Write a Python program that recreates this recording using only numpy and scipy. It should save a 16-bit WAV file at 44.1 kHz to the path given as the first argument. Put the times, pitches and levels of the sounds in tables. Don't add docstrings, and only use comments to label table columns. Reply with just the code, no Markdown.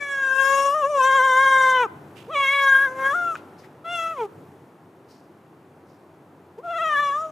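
import sys
import numpy as np
from scipy import signal
from scipy.fft import rfft, irfft, next_fast_len
from scipy.io import wavfile

SR = 44100
rng = np.random.default_rng(int(sys.argv[2]) if len(sys.argv) > 2 else 0)


def dump(signal):
    limited = np.clip(np.atleast_2d(signal).T, -1, 1)
    pcm = np.round(limited * 32767).astype(np.int16)
    wavfile.write(sys.argv[1], SR, pcm)


N = 322371
TIME_S = np.arange(N) / SR
SIDES = np.array([[1], [-1]])
LOW_CUT_HZ, CUTOFF_HZ = 70, 15300
SLACK_HZ, SLACK_LOSS_DB = 384, 16
LAX_HZ, LAX_DB_PER_OCTAVE, LAX_JITTER = 538, 14.5, 0.025
ORDINARY_DB, PRESSING_PER_DB, CLEARING_PER_DB = -22, 0.3943, 0.5

# freq_hz, relative_db
RUMBLE_SPECTRUM = [(25, -4), (55, -34), (75, -19.5), (95, 7), (115, 0.5), (145, 6.5), (220, -0.5), (340, 4),
                   (450, -2), (900, -37)]
WASH_SPECTRUM = [(40, -67), (200, -4), (350, 4.5), (500, -1.5), (800, -1), (1200, -7), (2000, -16),
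                 (3200, -24), (5000, -32), (8000, -34.5), (13000, -36), (16000, -52.5)]
# middle_s, half_length_s, rumble_gain_db, wash_gain_db
SWELLS = [(0.1, 0.71, -2, 0.5), (2.064, 0.37, 7.5, 5.5), (2.58, 0.15, -9.5, -12.5), (3.194, 0.55, 4, 7.5),
          (4.403, 0.24, 6.5, 3)]
# freq_hz, correlation
LIKENESS = [(100, 0.99), (600, 0.99), (1400, 0.77), (3000, 0.58), (7000, 1), (15000, 1)]

# start_s, end_s, scoop_s, sag_s
MEOWS = [(-0.03, 1.87, 0.01, 0.07), (2.276, 3.368, 0.046, 0.035), (3.84, 4.272, 0.00367, 0.021),
         (6.576, 7.32, 0.062, 0.005)]
# start_s, end_s, start_pressing_db_per_octave, end_pressing_db_per_octave, rasp_db
SYLLABLES = [(0.105, 0.774, 5.1, -3.2, -32.5), (0.993, 1.763, 2, 4.5, -35.5), (2.363, 2.856, 6.3, 5, -31.5),
             (2.94, 3.31, 0.77, 5, -30.5), (3.895, 4.19, 6.1, 2.5, -27), (6.65, 7.28, 6.4, 6, -30.5)]
# time_s, pitch_hz
PITCH = [
    [(0.0, 579), (0.028, 570.3), (0.296, 529), (0.7, 560.7), (0.74, 582), (0.75, 621), (0.804, 605.5),
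     (0.842, 541), (0.89, 590)],
    [(0.9, 607), (1.016, 517.3), (1.154, 539), (1.2, 517), (1.254, 530), (1.342, 515), (1.426, 537.2),
     (1.744, 516.4), (1.8, 497.7)],
    [(2.312, 693), (2.344, 612.5), (2.356, 569.6), (2.468, 540.4), (2.534, 560.6), (2.754, 535.2),
     (2.848, 552.4), (2.88, 514.5), (2.9, 516)],
    [(2.93, 521), (3.064, 541.2), (3.126, 568), (3.154, 705.6), (3.192, 708), (3.308, 670.6), (3.335, 638)],
    [(3.85, 665.5), (3.93, 704), (3.99, 666), (4.128, 656), (4.14, 621), (4.168, 559.5), (4.186, 503.5),
     (4.25, 405)],
    [(6.645, 692), (6.775, 669), (6.789, 639), (6.825, 663), (6.977, 563.8), (6.997, 585.3), (7.119, 559.4),
     (7.227, 648), (7.3, 622)],
]
# time_s, level_db
EFFORT = [
    [(0.0, -32), (0.262, -20.5), (0.364, -21.5), (0.38, -25), (0.386, -19), (0.688, -19), (0.788, -24),
     (0.846, -18), (0.89, -26.5)],
    [(0.9, -25.5), (1.01, -16), (1.414, -15.5), (1.482, -15), (1.788, -17.5), (1.83, -17)],
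    [(2.32, -35), (2.362, -20), (2.478, -19), (2.574, -20), (2.746, -13.5), (2.84, -19), (2.884, -27.5),
     (2.9, -36)],
    [(2.93, -33), (2.936, -37.5), (3.064, -20), (3.23, -25.5), (3.284, -23.5), (3.35, -33)],
    [(3.85, -36.5), (3.864, -32.5), (3.992, -26.5), (4.122, -28.5), (4.154, -38), (4.188, -27.5),
     (4.224, -23), (4.25, -30)],
    [(6.645, -33.5), (6.707, -26.5), (6.943, -21.5), (6.965, -19), (7.193, -25.5), (7.259, -30.5),
     (7.3, -43)],
]
# time_s, level_db
TREBLE = [
    [(0.0, -51), (0.334, -49), (0.482, -37), (0.684, -40), (0.762, -49.5), (0.89, -50.5)],
    [(0.9, -52.5), (1.054, -36.5), (1.068, -42.5), (1.716, -40.5), (1.756, -53), (1.83, -46.5)],
    [(2.32, -67), (2.352, -49.5), (2.476, -44), (2.592, -49), (2.624, -43), (2.9, -55.5)],
    [(2.93, -64), (3.038, -57), (3.066, -47), (3.156, -54), (3.346, -55.5), (3.35, -47)],
    [(3.85, -75), (3.916, -50.5), (4.01, -45), (4.16, -66), (4.216, -66), (4.25, -69)],
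    [(6.645, -81), (6.781, -54.5), (7.083, -51), (7.221, -57), (7.235, -63), (7.3, -63)],
]
# middle_s, half_length_s, rate_hz, depth_ratio
QUAVERS = [(1.167, 0.14, 11.3, 0.011), (6.77, 0.14, 18, 0.024)]
# middle_s, half_length_s, depth_db
BREAKS = [(6.619, 0.017, 25)]
# middle_s, half_length_s, depth_ratio, extra_rasp_db
GROWLS = [(0.614, 0.08, 0.04, 8), (3.001, 0.11, 0.17, 4)]
# time_s, first_hz, second_hz, third_hz
FORMANT_TRACKS = [
    [(0.001, 1800, 2155, 3540), (0.196, 1724, 1770, 3090), (0.311, 1520, 1732, 2770),
     (0.492, 1456, 1885, 3060), (0.611, 1283, 2080, 2930), (0.795, 1157, 2080, 2930),
     (0.865, 875, 1720, 2490)],
    [(0.98, 839, 1530, 2460), (1.008, 1197, 1740, 2680), (1.093, 1258, 1774, 3200),
     (1.479, 1263, 1750, 3370), (1.714, 1263, 1784, 3450), (1.827, 1241, 1924, 2570)],
    [(2.323, 1230, 2880, 3620), (2.362, 940, 2356, 3240), (2.461, 1460, 2240, 3140),
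     (2.586, 1390, 2086, 3350), (2.728, 1359, 1597, 3288), (2.842, 1430, 1696, 3240)],
    [(2.949, 1290, 1840, 4186), (3.061, 1390, 1766, 3240), (3.124, 1330, 1547, 3330),
     (3.195, 1230, 1580, 3240), (3.317, 1300, 1580, 2673)],
    [(3.847, 1300, 2440, 3200), (3.934, 1225, 2850, 3435), (4.015, 1444, 2480, 3050),
     (4.139, 1270, 1880, 2560), (4.19, 1090, 2500, 3350)],
    [(6.654, 754, 1370, 2960), (6.754, 1130, 1824, 2900), (6.929, 1165, 1830, 2690),
     (6.97, 1340, 1756, 3500), (7.093, 1160, 2070, 3140), (7.181, 1035, 1325, 3480),
     (7.266, 730, 1316, 3300)],
]
# width_hz, height_db
FORMANT_SHAPES = [(203, 34.5), (105, 34.5), (270, 4.5)]
# freq_hz, gain_db
THROAT = [(400, 4), (600, 3), (1100, -4), (1700, -18.5), (2600, -8.5), (3600, -10.5), (4600, -30),
          (5500, -17.5), (7100, -14.5), (8200, -21.5), (9600, -20.5), (12000, -26), (15000, -36.5)]
# time_s, pan_db
HEAD_PAN = [(0, 6.5), (.12, -3.5), (.25, 4), (.37, 9.5), (.55, 5.5), (1.05, 3.5), (1.85, 1.5), (2.45, 0.5),
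            (2.75, 2.5), (3.25, 3.5), (4.2, 2), (7, 3)]
# freq_hz, relative_db
RASP_SPECTRUM = [(40, -47.5), (120, -27.5), (300, -13.5), (600, 1.5), (1000, -2), (1800, -12.5), (2600, -6),
                 (4300, -19.5), (6000, -19), (15000, -27)]
HISS_SPECTRUM = [(1000, -42.5), (4500, -6), (6200, 19), (8000, -10.5), (11000, 1), (15000, -40)]
JET_SPECTRUM = [(6500, -33), (8500, 0.5), (9800, 6), (12000, 8.5), (15000, -32)]

# peak_s, rise_s, fade_20db_s, level_db, centre_hz, pan_db
PUFFS = [(2.18, 0.019, 0.13, -49.5, 2750, -5.5), (3.372, 0.0096, 0.044, -48, 2540, 3),
         (3.6, 0.016, 0.056, -58, 5030, 5), (3.655, 0.026, 0.029, -52.5, 2000, 4),
         (5.115, 0.028, 0.16, -59, 5000, 1), (5.901, 0.03, 0.19, -68.5, 5030, -2)]
# start_s, level_db
FOLD_SLAPS = [(3.3544, -15.5), (3.3612, -22)]
# freq_hz, gain_db, t60_s
SLAP_MODES = [(1400, 1, 0.0091), (2500, -11.5, 0.013)]


def from_db(db):
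    return 10 ** (np.asarray(db) / 20)


def unit_rms(x):
    return x / np.sqrt(np.mean(x ** 2) + 1e-20)


def hump(t, middle_s, half_s):
    return np.exp(-((t - middle_s) / half_s) ** 2)


def at_time(rows, t):
    time_s, *columns = np.transpose(rows)
    return [np.interp(t, time_s, column) for column in columns]


def during(syllables, t):
    return at_time([row for rows in syllables if t[0] < rows[1][0] < t[-1] for row in rows], t)


def at_hz(points, hz):
    freq_hz, values = np.transpose(points)
    return np.interp(np.log(hz + 1e-9), np.log(freq_hz), values)


def drift(rate_hz, size):
    stride = 16
    count = N // stride
    hz = np.arange(count // 2 + 1) * SR / N
    slow = irfft(rfft(rng.standard_normal(count)) / (1 + (hz / rate_hz) ** 2), count)
    return np.interp(np.arange(size) / stride, np.arange(count), unit_rms(slow))


def noise(spectrum):
    size = next_fast_len(N)
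    hz = np.arange(size // 2 + 1) * SR / size
    mid, side = rfft(rng.standard_normal((2, size))) * from_db(at_hz(spectrum, hz))
    alike = np.clip(at_hz(LIKENESS, hz), 0, 1)
    stereo = np.sqrt(1 + alike) * mid + np.sqrt(1 - alike) * side * SIDES
    return unit_rms(irfft(stereo, size)[:, :N])


def outdoors(rumble_db=-54, wash_db=-53, pan_db=0.8):
    rumble_swell_db = sum(db * hump(TIME_S, s, half_s) for s, half_s, db, _ in SWELLS)
    wash_swell_db = sum(db * hump(TIME_S, s, half_s) for s, half_s, _, db in SWELLS)
    rumble = noise(RUMBLE_SPECTRUM) * from_db(rumble_db + rumble_swell_db)
    wash = noise(WASH_SPECTRUM) * from_db(wash_db + wash_swell_db)
    return (rumble + wash) * from_db(SIDES * pan_db / 2)


def folds(t, start_s, end_s, scoop_s, sag_s):
    (pitch_hz,), (effort_db,), (treble_db,) = during(PITCH, t), during(EFFORT, t), during(TREBLE, t)
    quaver = sum(depth * hump(t, s, half_s) * np.cos(2 * np.pi * rate_hz * (t - s))
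                 for s, half_s, rate_hz, depth in QUAVERS)
    scoop = np.clip(1 - (t - start_s) / scoop_s, 0, 1)
    sag = np.clip(1 - (end_s - t) / sag_s, 0, 1) ** 2
    pitch_hz *= 1 + quaver
    pitch_hz += (scoop + sag) * (SLACK_HZ - pitch_hz)
    lax = np.maximum((LAX_HZ - pitch_hz) / (LAX_HZ - SLACK_HZ), 0) + scoop
    loss_db = SLACK_LOSS_DB * sag + sum(db * hump(t, s, half_s) for s, half_s, db in BREAKS)
    treble_db -= loss_db + SLACK_LOSS_DB * scoop
    quality = []
    for from_s, to_s, first, last, db in SYLLABLES:
        quality += [(from_s, first, db), (to_s, last, db)]
    pressing, rasp_db = at_time(quality, t)
    push_db = effort_db - ORDINARY_DB
    pressing += PRESSING_PER_DB * push_db - LAX_DB_PER_OCTAVE * lax
    rasp_db += sum(db * hump(t, s, half_s) for s, half_s, _, db in GROWLS) - CLEARING_PER_DB * push_db
    return pitch_hz, effort_db - loss_db, pressing, treble_db, rasp_db


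def mouth_gain(hz, formants_hz, pressing, knee_hz=3500, notch_db=25, notch_width_hz=420):
    tilt_db = pressing * np.log2(np.minimum(hz, knee_hz) / 1000)
    notch_hz = 0.7804 * formants_hz[2]
    dip_db = notch_db / (1 + (2 * (hz - notch_hz) / notch_width_hz) ** 2)
    gain = from_db(at_hz(THROAT, hz) + tilt_db - dip_db)
    for centre_hz, (width_hz, height_db) in zip(formants_hz, FORMANT_SHAPES):
        gain *= np.sqrt(1 + from_db(height_db) ** 2 / (1 + (2 * (hz - centre_hz) / width_hz) ** 2))
    return gain * (hz < CUTOFF_HZ)


def harmonic_gains(pitch_hz, formants_hz, pressing, level, treble, split_hz=4500, count=28):
    partials_hz = np.arange(1, count + 1)[:, None] * pitch_hz
    gains = mouth_gain(partials_hz, formants_hz, pressing)
    lowpass = 1 / (1 + (partials_hz / split_hz) ** 20)
    body, edge = gains * lowpass, gains * (1 - lowpass)
    return level * body / np.linalg.norm(body, axis=0) + treble * edge / np.linalg.norm(edge, axis=0)


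def fold_phase(pitch_hz, jitter=0.0038):
    croak = LAX_JITTER * np.clip((LAX_HZ - pitch_hz) / (LAX_HZ - SLACK_HZ), 0, 1) ** 2
    uneven_hz = pitch_hz * (1 + (jitter + croak) * drift(102, len(pitch_hz)))
    return 2 * np.pi * np.cumsum(uneven_hz) / SR


def voice(t, pitch_hz, phase, gains, rasp_db, clear_db=-33, fray_hz=14000, flutter_db=3.5, beam_hz=1100):
    size = len(t)
    head_db, = at_time(HEAD_PAN, t)
    looseness = from_db((rasp_db - clear_db) / 2)
    out = np.zeros((2, size))
    for k, gain in enumerate(gains, 1):
        hz = k * pitch_hz
        height = np.mean(hz) / 5000
        fray_rad = looseness * (hz / fray_hz) ** 2 * drift(130, size)
        wander_rad = 0.48 * height * drift(34.7, size)
        amplitude = np.sqrt(2) * gain * from_db(flutter_db * min(height, 1.2) * drift(25.2, size))
        beam = np.minimum(hz / beam_hz, 1) ** 1.4
        lean_db = SIDES * (beam * head_db / 2 + min(height, 1) * drift(2.4, size))
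        skew_rad = SIDES * 0.27 * height * drift(1.3, size)
        out += amplitude * from_db(lean_db) * np.sin(k * phase + fray_rad + wander_rad + skew_rad)
    return out


def growl(t, phase):
    doubling = sum(depth * hump(t, s, half_s) for s, half_s, depth, _ in GROWLS)
    return 1 + doubling * np.cos(phase / 2 + 0.5 * drift(40, len(t)))


def meows(shimmer_db=0.81, treble_trim_db=-3, hiss_db=-14, jet_db=-37, gape_hz=1420, gape_width_hz=170):
    out = np.zeros((2, N))
    rasp, hiss, jet = noise(RASP_SPECTRUM), noise(HISS_SPECTRUM), noise(JET_SPECTRUM)
    for start_s, end_s, scoop_s, sag_s in MEOWS:
        span = (TIME_S >= start_s) & (TIME_S <= end_s)
        t = TIME_S[span]
        pitch_hz, level_db, pressing, treble_db, rasp_db = folds(t, start_s, end_s, scoop_s, sag_s)
        formants_hz = during(FORMANT_TRACKS, t)
        phase = fold_phase(pitch_hz)
        swing = np.clip((t - t[0]) / 0.012, 0, 1) * np.clip((t[-1] - t) / 0.008, 0, 1)
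        level = swing * from_db(level_db + shimmer_db * drift(29, len(t)))
        treble = swing * from_db(treble_db + treble_trim_db)
        gains = harmonic_gains(pitch_hz, formants_hz, pressing, level, treble)
        tone = voice(t, pitch_hz, phase, gains, rasp_db) * growl(t, phase)
        gape = np.exp(-((formants_hz[0] - gape_hz) / gape_width_hz) ** 2)
        air = level * (rasp[:, span] * from_db(rasp_db) + jet[:, span] * gape * from_db(jet_db))
        air += hiss[:, span] * treble * from_db(hiss_db + 0.45 * (rasp_db - rasp_db.mean()))
        opening = 1 + np.cos(phase)
        out[:, span] += tone + opening * air
    return out


def yard(x, t60_s=0.74, wall_cut_hz=3500, delay_s=0.02):
    t = TIME_S[:SR // 2]
    tail = rng.standard_normal((2, len(t))) * from_db(-60 * t / t60_s) * (t > delay_s)
    tail = signal.sosfilt(signal.butter(1, wall_cut_hz, fs=SR, output="sos"), tail)
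    tail /= np.linalg.norm(tail, axis=1, keepdims=True)
    return signal.fftconvolve(x, tail, axes=1)[:, :N]


def puffs(grain_db=1.5):
    out = np.zeros((2, N))
    for peak_s, rise_s, fade_s, level_db, hz, pan_db in PUFFS:
        spectrum = [(hz / 20, -35), (hz / 4, -14), (hz / 1.4, -8),
                    (hz, 0), (hz * 1.5, -13), (hz * 5, -26)]
        fade = from_db(-20 * np.abs(TIME_S - peak_s) / fade_s)
        swell = np.where(TIME_S < peak_s, hump(TIME_S, peak_s, rise_s), fade)
        out += noise(spectrum) * swell * from_db(level_db + grain_db * drift(80, N) + SIDES * pan_db / 2)
    return out


def throat_catch():
    out = np.zeros(N)
    for start_s, level_db in FOLD_SLAPS:
        age_s = np.clip(TIME_S - start_s, 0, 0.05)
        for hz, gain_db, t60_s in SLAP_MODES:
            attack = 1 - np.exp(-2 * hz * age_s)
            decay = from_db(level_db + gain_db - 60 * age_s / t60_s)
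            out += attack * decay * np.sin(2 * np.pi * hz * age_s)
    return out


def scene(yard_db=-30):
    near = meows() + throat_catch() + puffs()
    return near + from_db(yard_db) * yard(near) + outdoors()


def record(dry):
    thin = signal.sosfilt(signal.butter(3, LOW_CUT_HZ, "high", fs=SR, output="sos"), dry)
    return signal.sosfilt(signal.ellip(10, 0.1, 80, CUTOFF_HZ, fs=SR, output="sos"), thin)


dry = scene()
out = record(dry)
dump(out)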